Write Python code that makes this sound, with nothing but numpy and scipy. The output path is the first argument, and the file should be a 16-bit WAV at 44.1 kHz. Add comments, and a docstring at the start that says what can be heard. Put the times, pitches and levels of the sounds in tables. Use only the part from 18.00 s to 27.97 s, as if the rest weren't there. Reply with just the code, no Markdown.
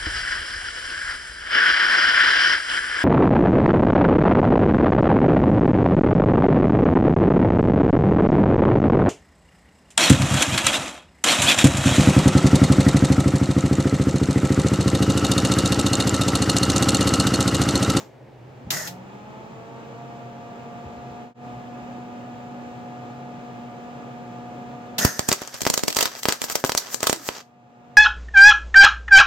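"""A wire-feed welder stutters on a steel part, close to the microphone, in a small workshop: each short circuit
bursts with a crack, a thump and a fizz of spatter (shaped noise and a damped swing), over the noise of the arc.
Before that the welder is switched on: its fan runs up to a hum (blade tones through the resonances of the case),
the gas valve spits in one short spurt of jet noise, and the torch is handled. Gas flows again for the weld.
Bench and walls answer the torch, the still room lies behind, and overloads turn the microphone's gain down."""
import sys
import numpy as np
from scipy import signal
from scipy.fft import rfft, irfft
from scipy.io import wavfile
from scipy.ndimage import uniform_filter1d

SR = 44100
rng = np.random.default_rng(int(sys.argv[2]) if len(sys.argv) > 2 else 0)


def persist_wave(psi):
    """Save psi, clipped to +-1, as 16-bit WAV."""
    counts = np.round(np.clip(psi, -1, 1) * 32767).astype(np.int16)
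    wavfile.write(sys.argv[1], SR, np.atleast_2d(counts).T)


N = 439669
TIME = np.arange(N) / SR

# short circuits bursting at the wire tip, levels before the trims in bursts(): t/s, crack level/dB,
# spatter level/dB, thump level/dB, thump f/Hz at first, phase between the two ports/degrees, left minus right/dB
BURSTS = [(6.9902, -22, -27, -31, 500, 0, 0), (7.0496, -4, -17, -5, 120, 0, -3),
          (7.1935, -3, -17, -9, 160, 30, -2), (7.2884, -1, -6, -1, 180, 120, 0),
          (7.3166, 0, -13, -6, 220, 0, 0), (7.3276, -2, -8, -13, 570, 20, -2),
          (7.3447, -22, -24, -38, 500, 30, 2), (7.4184, -15, -26, -14, 320, 0, -1),
          (7.4755, -16, -31, -31, 500, 20, 0), (7.5428, -17, -23, -19, 120, 160, 1),
          (7.6076, -15, -18, -32, 500, 60, 1), (7.6178, -6, -13, -8, 240, 150, 1),
          (7.6333, -20, -21, -18, 140, 0, 0), (7.6522, -8, -15, -13, 570, 60, -3),
          (7.6664, -1, -10, 1, 370, 0, 0), (7.6741, -3, -12, -4, 500, 90, -1),
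          (7.7009, 1, -8, -1, 270, 170, -1), (7.7398, -4, -7, -3, 580, 130, 0),
          (7.7769, -1, -8, -6, 390, 90, -3), (7.7935, -11, -19, -22, 500, 160, 0),
          (7.8359, -7, -13, -1, 320, 150, -2), (7.8813, -1, -5, -1, 410, 140, -1),
          (7.9037, -15, -15, -16, 320, 160, 0), (7.9274, -9, -18, -36, 500, 20, 0),
          (7.9485, -13, -19, -29, 500, 20, -3), (7.9617, -13, -20, -20, 500, 20, 0),
          (7.9677, -3, -4, -4, 520, 30, -5), (7.9883, -1, -4, -7, 530, 160, -2),
          (8.0082, -6, -3, -21, 500, 100, -2), (8.0271, -3, -5, -4, 400, 130, -1),
          (8.056, -1, -7, -8, 360, 150, -1), (8.2324, -15, -14, -34, 500, 70, 0),
          (8.2547, 1, -17, -2, 510, 50, 0), (8.2603, -16, -25, -25, 320, 0, 0),
          (8.2856, -3, -6, 1, 310, 50, 0), (8.2924, -1, -13, -24, 500, 20, 2),
          (8.3086, -16, -28, -42, 500, 70, 1), (8.324, 0, -10, -6, 750, 100, 1),
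          (8.4181, -3, -15, -8, 440, 140, -2), (8.4411, -10, -21, -10, 460, 140, 0),
          (8.4998, -7, -19, -14, 760, 20, -4), (8.5233, -19, -27, -17, 220, 160, 0),
          (8.5548, -8, -7, -2, 500, 120, 1), (8.6405, -6, -27, 3, 510, 0, 1),
          (8.6478, -8, -9, -5, 280, 0, 1), (8.6629, -12, -19, -27, 500, 140, 0),
          (8.6951, -7, -12, -3, 740, 0, 0), (8.7199, -5, -14, -11, 670, 40, 1),
          (8.7502, -5, -17, -4, 630, 0, 2), (8.7771, 4, -3, -19, 920, 60, 0),
          (8.8644, -21, -38, -35, 500, 10, -2), (8.9444, -4, -17, -8, 470, 130, 9),
          (9.0061, -15, -21, -19, 420, 50, 0), (9.0301, -6, -7, -5, 450, 40, 2),
          (9.0411, -12, -23, -9, 900, 0, -1), (9.0701, 1, -2, 0, 810, 90, 0),
          (9.0965, 0, -9, 1, 390, 0, -4), (9.1288, -1, -10, -3, 410, 100, -3),
          (9.1615, -20, -30, -42, 500, 40, 2), (9.289, -3, -23, -5, 450, 10, -1)]
# spectrum of the crack and fizz: f/Hz, relative level/dB
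CRACK_COLOUR = [(90, -7.5), (250, -5), (600, 7), (1400, -2.5), (2300, -2), (4000, -0.5), (7000, 2.5),
                (8300, 3), (9800, -9.5), (12700, 2), (15500, -4.5)]
# ringing of the part and vise: f/Hz, width/Hz, relative level/dB
STEEL_MODES = [(1280, 61, 0), (2000, 49, -3), (3210, 86, -3), (3970, 64, -4), (4690, 190, -1),
               (5470, 87, -2), (5770, 82, -5), (6320, 170, -3), (7030, 170, -1), (8140, 70, -4),
               (8450, 74, -7), (8980, 190, -10)]
# spectrum of the arc's hiss: f/Hz, relative level/dB
ARC_COLOUR = [(60, -10), (200, -9.5), (400, 5.5), (1200, 5.5), (2600, 0), (4000, -1.5), (5800, 0.5),
              (7800, -6), (9900, -24.5), (12500, -13), (15500, -19)]
# the wire sticks in the puddle and the arc goes quiet: from t/s, to t/s (an end before its start does nothing)
LULLS = [(7.592, 8), (8.203, 8.3), (8.385, 7.6), (8.612, 8.8), (8.965, 9.004), (9.19, 8.86)]
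# the wire tip sizzles as it nears the puddle: t/s at the crest, relative level/dB, rise/s
SIZZLES = [(7.585, -28, .02), (8.195, -22, 0.021), (8.245, -22, 0.011), (8.447, -13.5, 0.014),
           (8.523, -12.5, 0.017), (8.603, -23.5, .015), (8.675, -15.5, 0.011), (8.938, -17, 0.025),
           (9.282, -17, 0.028)]
# the gas valve opens: open t/s, shut t/s, pressure surge level/dB, steady flow level/dB, surge decay/s,
# nozzle f/Hz at first, nozzle f/Hz at rest, nozzle level against the surge/dB
GAS_FLOWS = [(0.7035, 0.88, -26.5, -54, .11, 1980, 1690, 0.5),
             (6.981, 9.366, -28.5, -34, .15, 1830, 1658, 5.5)]
# spectrum of the jet's hiss: f/Hz, relative level/dB
GAS_COLOUR = [(80, -8), (170, 3), (450, 0.5), (1100, -2), (1500, 1), (2400, -6.5), (3400, -8), (4300, -5),
              (5100, 0.5), (6000, -1.5), (7200, -3), (8500, -5), (9900, -12), (11500, -6.5), (14000, -5),
              (16000, -24)]
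# resonances of the gas nozzle: multiple of the main one, low-pass cutoff of its swirl/Hz, relative level/dB
NOZZLE_MODES = [(.34, 40, -14), (.79, 70, -10.5), (1, 115, -4), (2.95, 330, -11), (3.55, 320, -4.5)]
# the gas valve spits as it opens and shuts: t/s, relative level/dB, decay/s
SPITS = [(0.704, -12, 0.0068), (0.872, -27, 0.014), (6.9818, -11, 0.0052)]
# resonances of the welder's case, swept by the blade tones: f/Hz, width/Hz, relative level/dB
CASE_MODES = [(165, 58, 4), (244.9, 19.8, 4), (455.2, 49, -3), (550, 23, 3.5), (644, 24, 2.5), (714, 62, 2),
              (862, 33, 3.5), (921, 28, -7), (1152, 160, -10), (1333, 83, -21.5), (1740, 33, -22.5)]
# spectrum of the air through the case: f/Hz, relative level/dB
AIR_COLOUR = [(30, -24), (70, -16.5), (130, -5.5), (190, 1.5), (330, -8), (520, -6.5), (850, -7),
              (1100, -12), (2000, -19.5), (3000, -22.5), (4500, -30.5), (7200, -31.5), (9500, -53),
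              (15000, -43.5)]
# resonances of the vents, sounded by the rushing air: f/Hz, width/Hz, relative level/dB
VENT_MODES = [(278, 17, -4), (381, 160, -6), (551, 36, -1), (660, 100, -14.5), (850, 38, 4.5),
              (1250, 130, -0.5), (1760, 160, -9), (2480, 390, -4), (3340, 150, -18.5)]
# soft knocks as the torch is handled, before a low cut: t/s, level/dB, f/Hz, decay/s
KNOCKS = [(0.635, -44, 64.5, .07), (0.664, -34.5, 140, 0.043), (2.846, -38, 75, 0.044),
          (2.95, -44, 70, .05), (3.099, -47, 75, .05), (3.519, -48, 55, .05), (3.8, -48, 80, .05)]
# spectrum of the still room: f/Hz, relative level/dB
ROOM_COLOUR = [(30, -29.5), (80, -10), (130, -21), (200, -9), (330, -7), (540, -8), (850, -13), (1200, -23),
               (2200, -24.5), (3200, -32), (5000, -38), (7500, -44.5), (9500, -51), (14500, -51)]
# the room's low drone: f/Hz, width/Hz, level/dB once swelled
DRONE_MODES = [(121.5, 14, -51), (131.1, 14, -49.5), (308, 60, -60.5)]

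# a break with little spatter is duller: cutoff when crack and spatter are equal, dB of difference per octave
SNAP_HZ, SNAP_DB_PER_OCTAVE = 19500, 11.5
# the wire often clicks on the puddle just before a burst: chance, lead time, level against the crack
TOUCH_CHANCE, TOUCH_LEAD_S, TOUCH_DB = 0.54, 0.00028, -16
# stray droplets tick after each burst: rate per second, level against the fizz, decay
DROPLET_HZ, DROPLET_DB, DROPLET_S = 400, -2.5, 0.018
# the arc burns between these times, then dies away; the level is relative to the flares
ARC_LIT_S, ARC_OUT_S, ARC_DB, ARC_FADE_S = 7.3, 9.41, -27, 0.0088
# its flare after each burst, against the spatter, and its change of level in a lull
FLARE_DB, FLARE_S, LULL_DB = -8, 0.014, -12.5
# a low note sags late in the weld: crest and width of its swell, pitch at the crest, fall, level
SAG_S, SAG_WIDTH_S, SAG_HZ, SAG_OCTAVES_PER_S, SAG_DB = 9.18, 0.047, 322, 2.2, -28
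# the flow starts fast and the hose empties after shutting
GAS_RISE_S, GAS_EMPTY_S = 0.003, 0.032
# the nozzle's ring builds up; its level against the steady flow
NOZZLE_BUILD_S, NOZZLE_STEADY_DB = 0.03, -2.5
# cooling fan: blade rate at full speed, switch-on, run-up, loudness per tenfold speed
FAN_HZ, FAN_ON_S, RUN_UP_S, FAN_DB_PER_DECADE = 241.06, .19, .75, 24
# the blade rate is a little lower at first and steps up by this much around this time
SLOW_HZ, STEP_S, STEP_LENGTH_S = 4.5, 3.2, .25
# the whole sound dips briefly: time, half length, gain left at the bottom
DIP_S, DIP_HALF_S, DIP_FLOOR = 3.341, 0.11, .017
TOP_HZ = 15900  # top cut of the microphone chain, and highest cutoff of a snap


def bursts(crack_db=0.9, fizz_db=6.0, thump_db=1.0):
    """The wire neck boils, then bursts: a crack, a puff of hot gas that swings back, and a fizz of droplets."""
    sharp, puffs = np.zeros((2, N)), np.zeros((2, N))
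    lead = SR // 100
    t = TIME[:SR // 16] - TIME[lead]  # zero at the burst
    for s, crack, spatter, thump, hz, apart, side in BURSTS:
        start_s = s - TIME[lead]
        # the burst leaps about the puddle
        lag, sign = rng.integers(-1, 2), rng.choice([-1, 1])
        snap = burst_snap(t, lead, sign, spatter - crack)
        fizz = burst_fizz(t)
        mixed = db_to_gain(crack + crack_db) * snap + db_to_gain(spatter + fizz_db) * fizz
        balance = db_to_gain(np.array([[side], [-side]]) / 2)
        add(sharp, start_s, balance * delay_left(voiced(mixed), count=lag))
        puff = sign * burst_puff(t, hz, apart)
        add(puffs, start_s, db_to_gain(thump + thump_db) * delay_left(puff, count=lag))
    puffs = signal.lfilter(*signal.butter(2, 2200, fs=SR), puffs)
    puffs = signal.lfilter(*signal.butter(2, 68, "high", fs=SR), puffs)
    return steel(colour(sharp, CRACK_COLOUR)) + puffs


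def burst_snap(t, lead, sign, spatter_over_crack_db, decay_s=0.00013, shock_share=0.17):
    """The crack: a clean shock front, then a ragged snap, at times with a click of the wire ahead of it."""
    ragged = noise(len(t), 0.13) * (t > 0) * np.exp(-np.maximum(t, 0) / decay_s)
    share = np.clip(shock_share, 0, 1)
    snap = np.sqrt(1 - share) * ragged / np.linalg.norm(ragged, axis=1, keepdims=True)
    snap[:, lead] -= sign * np.sqrt(share)
    top_hz = np.clip(SNAP_HZ * 2 ** (spatter_over_crack_db / SNAP_DB_PER_OCTAVE), 2000, TOP_HZ)
    snap = signal.lfilter(*signal.butter(1, top_hz, fs=SR), snap)
    # energy of 1.5 ms at rms 1
    snap *= np.sqrt(SR * .0015 / np.sum(snap ** 2, axis=1, keepdims=True))
    touches = rng.random() < TOUCH_CHANCE
    return snap + touches * db_to_gain(TOUCH_DB) * np.roll(snap, -int(TOUCH_LEAD_S * SR), axis=1)


def burst_fizz(t, decay_s=0.0043, swell_s=0.0036, swell_db=-9):
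    """The spatter: grainy noise swells as the neck boils and decays after the burst, with ticks of droplets."""
    age, burst = np.maximum(t, 0), t >= 0
    steps = np.repeat(rng.standard_normal(len(t)), SR // 3000)[:len(t)]
    grain = db_to_gain(2.5 * steps)
    boil = db_to_gain(swell_db) * np.exp(-abs(t) / swell_s)
    envelope = np.where(burst, np.exp(-age / decay_s), boil)
    fizz = grain * noise(len(t), 0.24) * envelope
    droplets = (rng.random(len(t)) < DROPLET_HZ / SR) * rng.laplace(size=len(t))
    return fizz + db_to_gain(DROPLET_DB) * droplets * burst * np.exp(-age / DROPLET_S)


def burst_puff(t, hz, apart, damping=0.72, slowing_s=0.018):
    """The thump: hot gas swings back, damped; each port meets the swirling puff at its own angle."""
    age = np.maximum(t, 0)
    turn = 2 * np.pi * hz * age / (1 + age / slowing_s)  # it slows as it spreads
    angle = np.radians(apart) * np.array([[1], [-1]]) / 2
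    puff = (t >= 0) * np.exp(-damping * turn) * np.cos(turn + angle)
    # energy of 5 ms at rms 1
    return puff * np.sqrt(SR * .005 / np.sum(puff ** 2, axis=1, keepdims=True))


def voiced(x, low_hz=900, high_hz=7000, peak_db=-2, width=.3, echo_db=-13, near_s=.0016, far_s=.0034, count=3):
    """Each burst has its own shape and place: a few random resonances and its own path by way of the vise."""
    centres = low_hz * (high_hz / low_hz) ** rng.random(count)
    y = x + db_to_gain(peak_db) * sum(resonance(x, hz, width * hz) for hz in centres)
    y = y + db_to_gain(echo_db) * np.roll(y, int(rng.uniform(near_s, far_s) * SR), axis=1)
    return y * np.linalg.norm(x) / np.linalg.norm(y)


def steel(x, ring_db=-1.5):
    """The clamped part rings with the sound that strikes it: parallel resonances added to it."""
    ring = sum(db_to_gain(db) * resonance(x, hz, width) for hz, width, db in STEEL_MODES)
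    return x + db_to_gain(ring_db) * ring


def arc(grain_db=4.0, ripple=0.24, tick_db=-1, tick_rate=300, cluster_db=7, cluster_rate=45,
        waver_db=4.5, waver_rate=40, trim_db=-4.5):
    """The arc flares after each burst, hisses, ripples with the rectified mains and throws clustered sparks."""
    kicks = np.zeros(N)
    for s, _, spatter, *_ in BURSTS:
        kicks[int(s * SR)] = db_to_gain(spatter + FLARE_DB)
    flare = signal.lfilter([1], [1, -np.exp(-1 / (FLARE_S * SR))], kicks)
    burn = db_to_gain(ARC_DB) * (TIME > ARC_LIT_S) * np.exp(-since(ARC_OUT_S) / ARC_FADE_S)
    stuck = sum(1. * (TIME > start) * (TIME < end) for start, end in LULLS)
    stuck = uniform_filter1d(stuck, size=200)  # soft edges
    mains = 1 + ripple * np.sin(2 * np.pi * 120 * TIME)
    hiss = noise(N, 0.3) * db_to_gain(grain_db * walk(400)) * mains
    rate = tick_rate * db_to_gain(cluster_db * walk(cluster_rate))
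    sparks = (rng.random(N) < rate / SR) * rng.uniform(-3.0, 3.3, N)
    sparks = sparks * rng.uniform(0.24, 1, (2, N))  # each at its own place
    sputter = colour(hiss + 10 * db_to_gain(tick_db) * sparks, ARC_COLOUR)
    level_db = waver_db * walk(waver_rate) + LULL_DB * stuck + trim_db
    return sputter * np.hypot(burn, flare) * db_to_gain(level_db)


def sizzle(level_db=-2, fall_s=0.0076):
    """A thin bright hiss swells exponentially as the wire nears the puddle, and breaks off."""
    swell = 0
    for s, db, rise_s in SIZZLES:
        slope = np.where(TIME < s, (TIME - s) / rise_s, (s - TIME) / fall_s)
        swell = swell + db_to_gain(db + level_db) * np.exp(slope.clip(-30, 0))
    # this fast drift has come to rest before the sizzles: one random level for all of them
    shared_level = db_to_gain(2.5 * walk(600))
    spectrum = [(500, -7.0), (3500, -9.5), (5500, 1), (7800, 2.5), (9900, -12.5), (13000, 3.0), (16000, -5.5)]
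    return colour(noise(N, 0.13) * shared_level * swell, spectrum)


def sag(rough_hz=80):
    """A short, rough low note falls in pitch: sine and cosine with randomly drifting amplitudes."""
    hz = SAG_HZ * 2 ** np.clip(SAG_OCTAVES_PER_S * (SAG_S - TIME), -1, 1)
    swell = np.exp(-((TIME - SAG_S) / SAG_WIDTH_S) ** 2)
    phase = 2 * np.pi * np.cumsum(hz) / SR
    rough = walk(rough_hz) * np.sin(phase) + walk(rough_hz) * np.cos(phase)
    return swell * db_to_gain(SAG_DB) * rough


def gas():
    """The jet hisses and sounds the nozzle's resonances, which sink as the pressure falls."""
    flow, ring, hz = 0, 0, np.full(N, GAS_FLOWS[0][-2], float)
    for opens, shuts, surge_db, steady_db, surge_s, start_hz, rest_hz, ring_db in GAS_FLOWS:
        valve = (1 - np.exp(-since(opens) / GAS_RISE_S)) * np.exp(-since(shuts) / GAS_EMPTY_S)
        pressure = np.exp(-since(opens) / surge_s)
        surge = valve * pressure * db_to_gain(surge_db)
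        steady = valve * db_to_gain(steady_db)
        flow = flow + surge + steady
        drive = surge * db_to_gain(ring_db) + steady * db_to_gain(NOZZLE_STEADY_DB)
        ring = ring + valve * drive * (1 - np.exp(-since(opens) / NOZZLE_BUILD_S))
        sinking_hz = rest_hz + (start_hz - rest_hz) * pressure * (2 - pressure)
        hz = np.where(TIME > opens, sinking_hz, hz)
    phase = 2 * np.pi * np.cumsum(hz) / SR
    nozzle = 0
    for ratio, width, mode_db in NOZZLE_MODES:
        # slow complex noise carried up to the gliding resonance
        swirl = signal.lfilter(*signal.butter(2, width, fs=SR), noise(N, 0.18) + 1j * noise(N, 1.0))
        nozzle = nozzle + db_to_gain(mode_db) * unit((swirl * np.exp(1j * ratio * phase)).real)
    jet = flow * colour(noise(N, 0.29), GAS_COLOUR)
    return (jet + ring * nozzle) * db_to_gain(1.0 * walk(150))


def spits(rise_s=0.0018):
    """Pressure stored behind the valve leaves in one bright puff of noise."""
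    out, t = np.zeros((2, N)), TIME[:SR // 10]
    for s, db, decay_s in SPITS:
        envelope = (1 - np.exp(-t / rise_s)) * np.exp(-t / decay_s)
        add(out, s, db_to_gain(db) * noise(len(t), 0.1) * envelope)
    spectrum = [(150, -20), (1200, -6.5), (3500, 7.5), (7000, 3.5), (9800, -13.0), (12500, 3.0), (16000, -4.5)]
    return colour(out, spectrum)


def room(x, wet_db=-11, t60_s=0.19, gap_s=0.0033, low_hz=170):
    """Bench and walls answer with a short diffuse tail; the low puffs hardly carry that far."""
    t = TIME[:SR // 2]
    tail = noise(len(t), 0.044) * np.exp(-np.log(1000) * t / t60_s) * (t > gap_s)
    tail = signal.lfilter(*signal.butter(2, low_hz, "high", fs=SR), tail)
    tail /= np.linalg.norm(tail, axis=1, keepdims=True)
    return x + db_to_gain(wet_db) * signal.oaconvolve(x, tail, axes=1)[:, :N]


def fan(tone_db=-45.5, air_db=-41.5, wobble=0.0011, wander=.003, flutter_db=1.0, unsteady_db=14,
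        dull_db=15, open_db=-13, count=7):
    """The motor runs up against air drag; blade tones rise through the case's resonances, over rushing air."""
    top_hz = FAN_HZ - SLOW_HZ * (1 - np.tanh((TIME - STEP_S) / STEP_LENGTH_S)) / 2
    hz = top_hz * np.tanh(since(FAN_ON_S) / RUN_UP_S) * (1 + wander * walk(1.5))
    phase = 2 * np.pi * np.cumsum(hz * (1 + wobble * walk(9))) / SR
    tones, speed = 0, hz / FAN_HZ
    for k in range(1, count + 1):
        # a share escapes straight through the vents
        power = db_to_gain(open_db) ** 2 / k
        for mode_hz, width, db in CASE_MODES:
            detuning = 2 * (k * hz - mode_hz) / width
            power = power + db_to_gain(db) ** 2 / (1 + detuning ** 2) ** 2
        # slow blades give a duller, more broken tone
        power = power * speed ** ((k - 1) * dull_db / 10)
        flutter = (flutter_db + unsteady_db * np.minimum(1 - speed, .3)) * walk(12)
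        tone = np.sin(k * phase + rng.uniform(0, 2 * np.pi))
        tones = tones + np.sqrt(2 * power) * db_to_gain(tone_db + flutter) * tone
    air = colour(noise(N, 0.49), AIR_COLOUR)
    air = unit(air + sum(db_to_gain(db) * resonance(air, f, w) for f, w, db in VENT_MODES))
    air = air * db_to_gain(air_db + 0.48 * walk(14))
    return (tones + delay_left(air, count=11)) * speed ** (FAN_DB_PER_DECADE / 20)


def switch(level_db=-39, decay_s=0.038):
    """The last of the power switch's snap dies away in the case: decaying noise from the first moment."""
    ring = noise(N, 0.48) * np.exp(-np.minimum(TIME / decay_s, 30))
    spectrum = [(200, 5.0), (900, 3.5), (2000, -7), (4500, -11.5), (7000, -8), (9800, -27), (13500, -17),
                (16000, -26)]
    return db_to_gain(level_db) * colour(ring, spectrum)


def knocks(low_hz=45):
    """Dull bumps as the torch is taken in both hands: decaying noise through a broad low resonance."""
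    out, t = np.zeros((2, N)), TIME[:SR // 3]
    for s, db, hz, decay_s in KNOCKS:
        thud = noise(len(t), 1.0) * np.exp(-t / decay_s)
        bump = resonance(resonance(thud, hz, hz), hz, hz)
        add(out, s, db_to_gain(db) * bump * np.sqrt(SR * decay_s / np.sum(bump ** 2)))
    return signal.lfilter(*signal.butter(2, low_hz, "high", fs=SR), out)


def workshop(room_db=-49, early_db=-6, swells_s=0.3, swelling_s=0.7):
    """Still air, and low tones that waver against each other and swell as the welder starts."""
    drone = 0
    for hz, width, db in DRONE_MODES:
        tone = resonance(resonance(rng.standard_normal(N), hz, width), hz, width)
        drone = drone + db_to_gain(db) * unit(tone)
    swell = db_to_gain(early_db * (1 - np.tanh((TIME - swells_s) / swelling_s)) / 2)
    return db_to_gain(room_db) * colour(noise(N, 0.65), ROOM_COLOUR) + swell * drone


def db_to_gain(db):
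    """Decibels to gain."""
    return 10 ** (np.asarray(db) / 20)


def unit(x):
    """Scale to rms 1."""
    return x / np.sqrt(np.mean(x ** 2))


def since(s):
    """Seconds after a time, zero before it."""
    return np.maximum(TIME - s, 0)


def add(out, s, sound):
    """Mix a stereo sound in at a time."""
    i = int(s * SR)
    out[:, i:i + sound.shape[1]] += sound[:, :N - i]


def noise(size, alike):
    """Stereo white noise whose channels share a part of their power."""
    shared = np.clip(alike, 0, 1)
    return np.sqrt(shared) * rng.standard_normal(size) + np.sqrt(1 - shared) * rng.standard_normal((2, size))


def walk(rate):
    """Random drift with a spread near 1, by lines between knots at this rate; it rests after 4096 knots."""
    knots = rng.standard_normal(4096)
    return 1.2 * np.interp(TIME * rate, np.arange(len(knots)), knots)


def colour(x, points, size=4096):
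    """Causal minimum-phase filter with the given spectrum; white noise keeps its power."""
    hz, db = np.transpose(points)
    f = np.maximum(np.fft.rfftfreq(size, 1 / SR), 1)
    gain = db_to_gain(np.interp(np.log(f), np.log(hz), db)) * np.minimum(f / hz[0], 1) ** 2
    # folding the cepstrum makes the response causal
    cepstrum = irfft(np.log(gain))
    cepstrum[1:size // 2] *= 2
    cepstrum[size // 2 + 1:] = 0
    response = irfft(np.exp(rfft(cepstrum)))
    return signal.oaconvolve(x, response[None] / np.linalg.norm(response), axes=1)[:, :N]


def resonance(x, hz, width):
    """Two-pole band-pass, gain 1 at the centre."""
    return signal.lfilter(*signal.iirpeak(hz, hz / width, fs=SR), x)


def delay_left(x, count):
    """A source on the right reaches the left port some samples late; a negative count puts it on the left."""
    return np.array([np.roll(x[0], count), x[1]])


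def scene():
    """The torch sounds in the room, over the fan and the still air; the whole level dips briefly once."""
    background = fan() + workshop() + knocks() + switch()
    torch = room(steel(arc() + sizzle()) + sag() + gas() + spits() + bursts())
    dip = np.clip(abs(TIME - DIP_S) / DIP_HALF_S, DIP_FLOOR, 1)
    return (torch + background) * dip


def gain_control(x, threshold=0.7, depth_db=15.5, attack_s=0.11, hold_s=0.28, recover_db_per_s=28):
    """An overload turns the microphone's gain down; it is held there, then creeps back."""
    over = np.abs(x).max(axis=0) > threshold
    waited_s = TIME - np.maximum.accumulate(np.where(over, TIME, -np.inf))
    cut_db = np.clip(depth_db - recover_db_per_s * (waited_s - hold_s), 0, depth_db)
    step = 1 / (attack_s * SR)
    smooth_cut_db = signal.lfilter([step], [1, step - 1], cut_db)
    return x * db_to_gain(-smooth_cut_db)


def record(dry):
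    """Gain control, peaks rounded at full scale and a steep top cut."""
    rounded = np.tanh(gain_control(dry))
    top_cut = signal.ellip(8, .2, 85, TOP_HZ, fs=SR, output="sos")
    return signal.sosfilt(top_cut, rounded)


dry = scene()
out = record(dry)
persist_wave(out)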